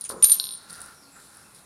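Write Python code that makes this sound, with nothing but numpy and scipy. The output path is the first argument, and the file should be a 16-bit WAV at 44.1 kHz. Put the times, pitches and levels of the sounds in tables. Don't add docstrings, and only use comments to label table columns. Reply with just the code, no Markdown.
import sys
import numpy as np
from scipy import signal
from scipy.fft import rfft, irfft, next_fast_len
from scipy.io import wavfile

SR = 44100
rng = np.random.default_rng(int(sys.argv[2]) if len(sys.argv) > 2 else 0)


def wav_out(sig):
    wavfile.write(sys.argv[1], SR, np.round(np.clip(np.atleast_2d(sig).T, -1, 1) * 32767).astype(np.int16))


N = 72765
T = np.arange(N) / SR

# start in seconds, low ring in dB, high ring in dB,
# ring t60 in seconds, tick in dB, knock in dB.
CONTACTS = [(0.2250, -24, -22, 0.17, -17.5, -19.5), (0.2268, -5.5, -30, 0.62, -41, -39),
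            (0.2405, -17.5, -28, 0.071, -14, -30), (0.2408, -1.5, -23, 0.12, -30, -26),
            (0.2448, -15.5, -15, 0.088, -3.5, -32), (0.2535, -15, -19, 0.39, -20, -17),
            (0.2974, -10, -19.5, 0.3, -11, -16.5), (0.3181, -1.5, -28, 0.085, -18, -13.5),
            (0.3280, -18, -27, 0.1, -34, -34), (0.3595, -19.5, -33, 0.064, -30, -65),
            (0.3986, -26.5, -32, 0.22, -19, -6.5), (0.4402, -24.5, -32, 0.087, -37, -17.5),
            (0.4536, -30, -36, .2, -23, -26), (0.4691, -35.5, -38.5, 0.21, -45, -22),
            (0.4897, -30, -44, 0.1, -63, -21), (0.5078, -28, -41.5, 0.14, -59, -25.5),
            (0.5238, -28, -50, 0.25, -52, -29), (0.5370, -34, -45, 0.24, -56, -30.5),
            (0.5487, -28.5, -67, 0.091, -60, -39), (0.5725, -34, -58, 0.099, -60, -60)]
# pitch in Hz, level in dB, share of the ring t60, 0 for low or 1 for high.
SHARD_MODES = [(9236, -1.5, 0.64, 0), (9220, -28, 0.51, 0), (9341, -23, 0.88, 0), (11638, -0.5, 1.0, 1)]
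# pitch in Hz before any drop or sag, level in dB.
KNOCK_PARTIALS = [(4367, 1), (5200, -6), (3400, -22)]
# start in seconds, length in seconds, opening level in dB.
SKIDS = [(0.238, 0.11, -24), (0.317, .075, -26.5)]
# start in seconds, ring in dB, pitch in Hz, tick in dB.
JINGLES = [(0.01, -22, 9610, -18.5), (0.0401, -23.5, 9600, -27), (0.0500, -28.5, 9220, -23),
           (0.0595, -34, 10130, -28), (0.0916, -22, 9510, -21), (0.0990, -31, 9320, -39),
           (0.1225, -37, 9400, -33)]
# start in seconds, pitch in Hz, level in dB, t60 in seconds.
AFTER_RINGS = [(0.092, 11638, -40, .15)]
# start in seconds, level in dB.
CRACKS = [(0.7078, -29.5), (0.7290, -24.5), (0.8048, -26), (0.8166, -21), (0.86, -31), (1.1640, -41),
          (1.35, -39), (1.3700, -29.5), (1.548, -37), (1.5630, -36)]
# start in seconds, length in seconds, peak level in dB.
CRUNCHES = [(0.005, 0.032, -43), (0.03, .05, -45.5), (0.087, 0.051, -36.5), (0.684, 0.078, -46),
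            (0.729, 0.1, -47), (0.787, 0.22, -51), (1.11, 0.59, -56), (1.54, 0.088, -54)]
# time in seconds, level in dB.
RUB_LEVEL = [(0.56, -65), (0.64, -56), (0.72, -51.5), (0.785, -49), (0.85, -50.5), (0.94, -55), (0.98, -87),
             (1.12, -67.5), (1.17, -51.5), (1.25, -64.5), (1.38, -56.5), (1.48, -65)]
# start in seconds, level in dB, t60 in seconds, low-pass edge in Hz.
THUDS = [(0.1005, -29.5, 0.026, 1700), (0.114, -37.5, 0.23, 1240), (0.141, -38, 0.37, 656),
         (1.162, -70, 0.045, 1900)]
# pitch in Hz, level in dB, t60 in seconds.
SLAB_MODES = [(1061, -49, 0.69), (1534, -36, 0.05), (4160, -27.5, 0.1)]
# start in seconds, pitch in Hz, level in dB, t60 in seconds.
BOOMS = [(0.10, 63.4, -59.5, 0.84), (0.227, 178, -57, 0.26), (0.691, 169.7, -47, 0.37),
         (1.011, 264.6, -55.5, 1.05)]
# start in seconds, length in seconds, first and last pitch in Hz, level in dB.
CHIRPS = [(0.164, .05, 7130, 6780, -51), (0.929, .11, 5730, 5030, -58), (1.01, 0.052, 4870, 4130, -57.5),
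          (1.061, 0.038, 2610, 2615, -63), (1.109, 0.055, 7900, 7190, -51.5),
          (1.364, 0.057, 5420, 5300, -59), (1.425, 0.043, 2655, 2580, -61)]

# frequency in Hz, gain in dB.
TICK_EQ = [(30, -49), (150, -22.5), (600, -32), (1000, -8.5), (1900, -12), (3000, -13), (4200, 6),
           (5400, -5), (6600, 5.5), (7700, -9), (9500, 7.5), (11500, 4.5), (13000, -30), (16000, -30)]
SKID_EQ = [(1500, -34), (2500, -24), (4000, -9.5), (5000, -14), (6600, -14), (7800, -16), (8800, -13),
           (9230, 7.5), (9600, -3), (10700, -18.5), (11400, -27), (11640, 9), (12000, -17.5), (14000, -43)]
PINCH_EQ = [(100, -31), (3000, -47), (4200, -16), (5000, -3), (6400, -2), (8000, -6), (9600, -8),
            (11000, -22), (12200, -7), (14000, -20), (16000, -32)]
CRACK_EQ = [(800, -11.5), (2500, -27), (4000, -18), (6500, -16), (8300, -5.5), (9300, 7), (10100, 8),
            (11000, -10), (13000, -20), (16000, -22)]
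CRUSH_EQ = [(1200, -18), (2100, -3.5), (3200, -1.5), (5000, -13), (7000, 6.5), (9000, -15), (14000, -33)]
GRIT_EQ = [(800, -21.5), (2500, -16), (4000, 4), (5400, 0.5), (6500, -4), (8300, -3), (9300, 6.5),
           (10100, 5.5), (11000, -1.5), (13000, -7.5), (16000, -29)]
RUB_EQ = [(500, -19), (900, -18), (1170, -15.5), (1300, -13), (1395, -1), (1520, -10), (1800, -12.5),
          (2300, -25.5), (2800, -21), (3300, -42), (5400, -21), (7000, -37)]
THUD_EQ = [(60, -29.5), (170, -6), (300, -7.5), (410, 3.5), (520, 2.5), (680, -9.5), (1100, -3), (1500, -2),
           (2200, -12)]
KICK_EQ = [(40, -27), (200, -4), (600, -3), (1000, 9), (1600, -2.5), (2700, 6), (5500, 2), (8000, -13),
           (14000, -27)]
HALL_EQ = [(100, -6), (180, 7.5), (500, -11.5), (1050, 1.5), (2200, -9.5), (4100, -9.5), (5400, -7),
           (7000, -12.5), (9300, 1), (12000, -15.5), (16000, -4.5)]
AIR_EQ = [(25, -37), (50, -10), (64, -5), (85, -5), (120, -2.5), (190, 0), (270, -4.5), (400, -6.5),
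          (600, -8.5), (1040, -6), (1700, -15), (2200, -13.5), (2900, -20.5), (4000, -12.5), (5400, -20),
          (6600, -15.5), (8000, -14.5), (9900, -7.5), (11300, -14), (14800, -26.5), (16000, -37)]

TICK_T60_S = 0.0053


def shard_ring():
    choke_s = 0.0021
    out = np.zeros(N)
    ends = [row[0] for row in CONTACTS[1:]] + [N / SR]
    for (start, low_db, high_db, t60, _, _), end in zip(CONTACTS, ends):
        choke = np.exp(-np.clip((T - end) / choke_s, 0, 20))
        for hz, db, share, is_high in SHARD_MODES:
            strike_db = high_db if is_high else low_db
            out += from_db(db + strike_db) * choke * ring(start, hz, t60 * share)
    return out


def shard_blows():
    peak_s, sag_hz_per_s, hz_per_db = 0.00044, 74000, 11
    ticks, knocks = np.zeros(N), np.zeros(N)
    for start, _, _, _, tick_db, knock_db in CONTACTS:
        ticks += from_db(tick_db) * burst(start, TICK_T60_S)
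        age = np.clip(T - start, 0, 20 * peak_s)
        swell = (age / peak_s * np.exp(1 - age / peak_s)) ** 2
        for hz, db in KNOCK_PARTIALS:
            onset_hz = hz + hz_per_db * knock_db
            cycles = age * (onset_hz - .5 * sag_hz_per_s * age)
            knocks += from_db(knock_db + db) * swell * np.sin(2 * np.pi * cycles)
    return colour(ticks, TICK_EQ) + butter(knocks, 3, [2580, 5580], "band")


def shard_skids():
    fade_db = 14
    level = np.zeros(N)
    for start, length, db in SKIDS:
        along = np.clip((T - start) / length, 0, 1)
        level += from_db(db - fade_db * along) * (T > start) * (T < start + length)
    return grains(level, SKID_EQ)


def jingles():
    rings = sum(from_db(db) * ring(start, hz, t60=0.037) for start, db, hz, _ in JINGLES)
    rings += sum(from_db(db) * ring(start, hz, t60) for start, hz, db, t60 in AFTER_RINGS)
    ticks = sum(from_db(db) * burst(start, TICK_T60_S) for start, _, _, db in JINGLES)
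    return rings + colour(ticks, PINCH_EQ)


def grit():
    attack_share = 0.19
    cracks = sum(from_db(db) * burst(start, t60=0.0094) for start, db in CRACKS)
    mortar = from_db(-40.5) * decay(start=0.049, t60=0.11) * noise(CRUSH_EQ)
    pressure = np.zeros(N)
    for start, length, db in CRUNCHES:
        corners = [start, start + attack_share * length, start + length]
        pressure += from_db(db) * np.interp(T, corners, [0, 1, 0])
    return colour(cracks, CRACK_EQ) + mortar + grains(pressure, GRIT_EQ)


def sole_rub():
    squeak_hz, half_width_hz = 1383, 60
    band_hz = [squeak_hz - half_width_hz, squeak_hz + half_width_hz]
    squeak = from_db(-7.5) * rms_one(butter(rng.standard_normal(N), 2, band_hz, "band"))
    effort = from_db(np.interp(T, *np.transpose(RUB_LEVEL)))
    return effort * (noise(RUB_EQ) + squeak * np.sqrt(effort / effort.max()))


def shoe_thuds():
    out = np.zeros(N)
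    for start, db, t60, edge_hz in THUDS:
        dull = butter(noise(THUD_EQ), 4, edge_hz)
        out += from_db(db) * decay(start, t60) * rms_one(dull)
    return out


def toe_kick():
    return from_db(-21) * colour(burst(start=0.2248, t60=.006), KICK_EQ)


def slab_ring():
    blows = np.zeros(N)
    for start, *_, knock_db in CONTACTS:
        blows[int(start * SR)] = from_db(knock_db)
    response = sum(from_db(db) * ring(0, hz, t60) for hz, db, t60 in SLAB_MODES)
    return signal.fftconvolve(blows, response)[:N]


def floor_booms():
    return sum(from_db(db) * ring(start, hz, t60) * attack(start, rise_s=0.018)
               for start, hz, db, t60 in BOOMS)


def hall(send):
    split_hz, tail_db, early_db = 6500, -7.5, -4
    white = rng.standard_normal((3, N))
    body = butter(white[0], 4, split_hz) * decay(0, t60=0.89)
    treble = butter(white[1], 4, split_hz, "high") * decay(0, t60=0.3)
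    tail = (body + treble) * attack(0, rise_s=0.016)
    early = white[2] * decay(start=.003, t60=0.15)
    response = (from_db(tail_db) * rms_one(tail) + from_db(early_db) * rms_one(early)) / np.sqrt(N)
    return signal.fftconvolve(send, colour(response, HALL_EQ))[:N]


def birds():
    trill_hz, trill_depth = 65.7, 0.045
    trill = 1 + trill_depth * np.sin(2 * np.pi * trill_hz * T)
    calls = np.zeros(N)
    for start, length, first_hz, last_hz, db in CHIRPS:
        along = np.clip((T - start) / length, 0, 1)
        hz = (first_hz + (last_hz - first_hz) * along) * trill
        swell = np.sqrt(2 * np.abs(np.sin(np.pi * along)))
        calls += from_db(db) * swell * np.sin(2 * np.pi * np.cumsum(hz) / SR)
    wash = rms_one(rng.standard_normal(N) * decay(0, t60=0.65)) / np.sqrt(N)
    return signal.fftconvolve(calls, wash)[:N]


def air():
    return from_db(-55) * noise(AIR_EQ)


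def ring(start, hz, t60):
    age = np.maximum(T - start, 0)
    detuned_hz = hz + 5.15 * rng.normal()
    return decay(start, t60) * attack(start, rise_s=0.00051) * np.sin(2 * np.pi * detuned_hz * age)


def burst(start, t60):
    tail_share = 0.81
    fade = decay(start, t60)
    out = np.sqrt(tail_share) * fade * rng.choice([-1, 1], N)
    out[int(start * SR)] += np.sqrt((1 - tail_share) * np.sum(fade ** 2))
    return out


def grains(level, eq):
    grains_per_s, spread_db = 1200, 2
    sizes = from_db(spread_db * np.minimum(rng.exponential(1, N), 4))
    signs = rng.choice([-1, 1], N)
    clicks = rms_one(sizes * signs * (rng.random(N) < grains_per_s / SR))
    eq_gain = np.std(colour(rng.standard_normal(N), eq))
    return colour(level * clicks, eq) / eq_gain


def noise(eq):
    return rms_one(colour(rng.standard_normal(N), eq))


def attack(start, rise_s):
    return 1 - np.exp(-np.maximum(T - start, 0) / rise_s)


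def decay(start, t60):
    return (T >= start) * from_db(-60 * np.clip((T - start) / t60, 0, 4))


def colour(x, eq):
    size = 2 * next_fast_len(N)
    hz, db = np.transpose(eq)
    bin_hz = np.arange(size // 2 + 1) * SR / size
    gain = from_db(np.interp(np.log(bin_hz + 1), np.log(hz), db))
    cepstrum = irfft(np.log(gain))
    cepstrum[1:size // 2] *= 2
    cepstrum[size // 2 + 1:] = 0
    return irfft(rfft(x, size) * np.exp(rfft(cepstrum)))[:N]


def butter(x, order, hz, kind="low"):
    return signal.sosfilt(signal.butter(order, hz, kind, fs=SR, output="sos"), x)


def from_db(db):
    return 10 ** (np.asarray(db) / 20)


def rms_one(x):
    return x / np.sqrt(np.mean(x ** 2) + 1e-20)


def scene():
    rings, skids, blows = shard_ring(), shard_skids(), shard_blows()
    steps = jingles() + grit() + sole_rub() + shoe_thuds() + toe_kick()
    direct = rings + skids + blows + steps
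    reverb = hall(from_db(-9.5) * rings + from_db(-3) * skids + blows + steps)
    return (direct + reverb + slab_ring() + floor_booms() + birds() + air())[None]


def record(dry):
    ceiling, cutoff_hz = .82, 15900
    high_cut = signal.ellip(10, .1, 80, cutoff_hz, fs=SR, output="sos")
    return signal.sosfilt(high_cut, np.clip(dry, -ceiling, ceiling))


dry = scene()
out = record(dry)
wav_out(out)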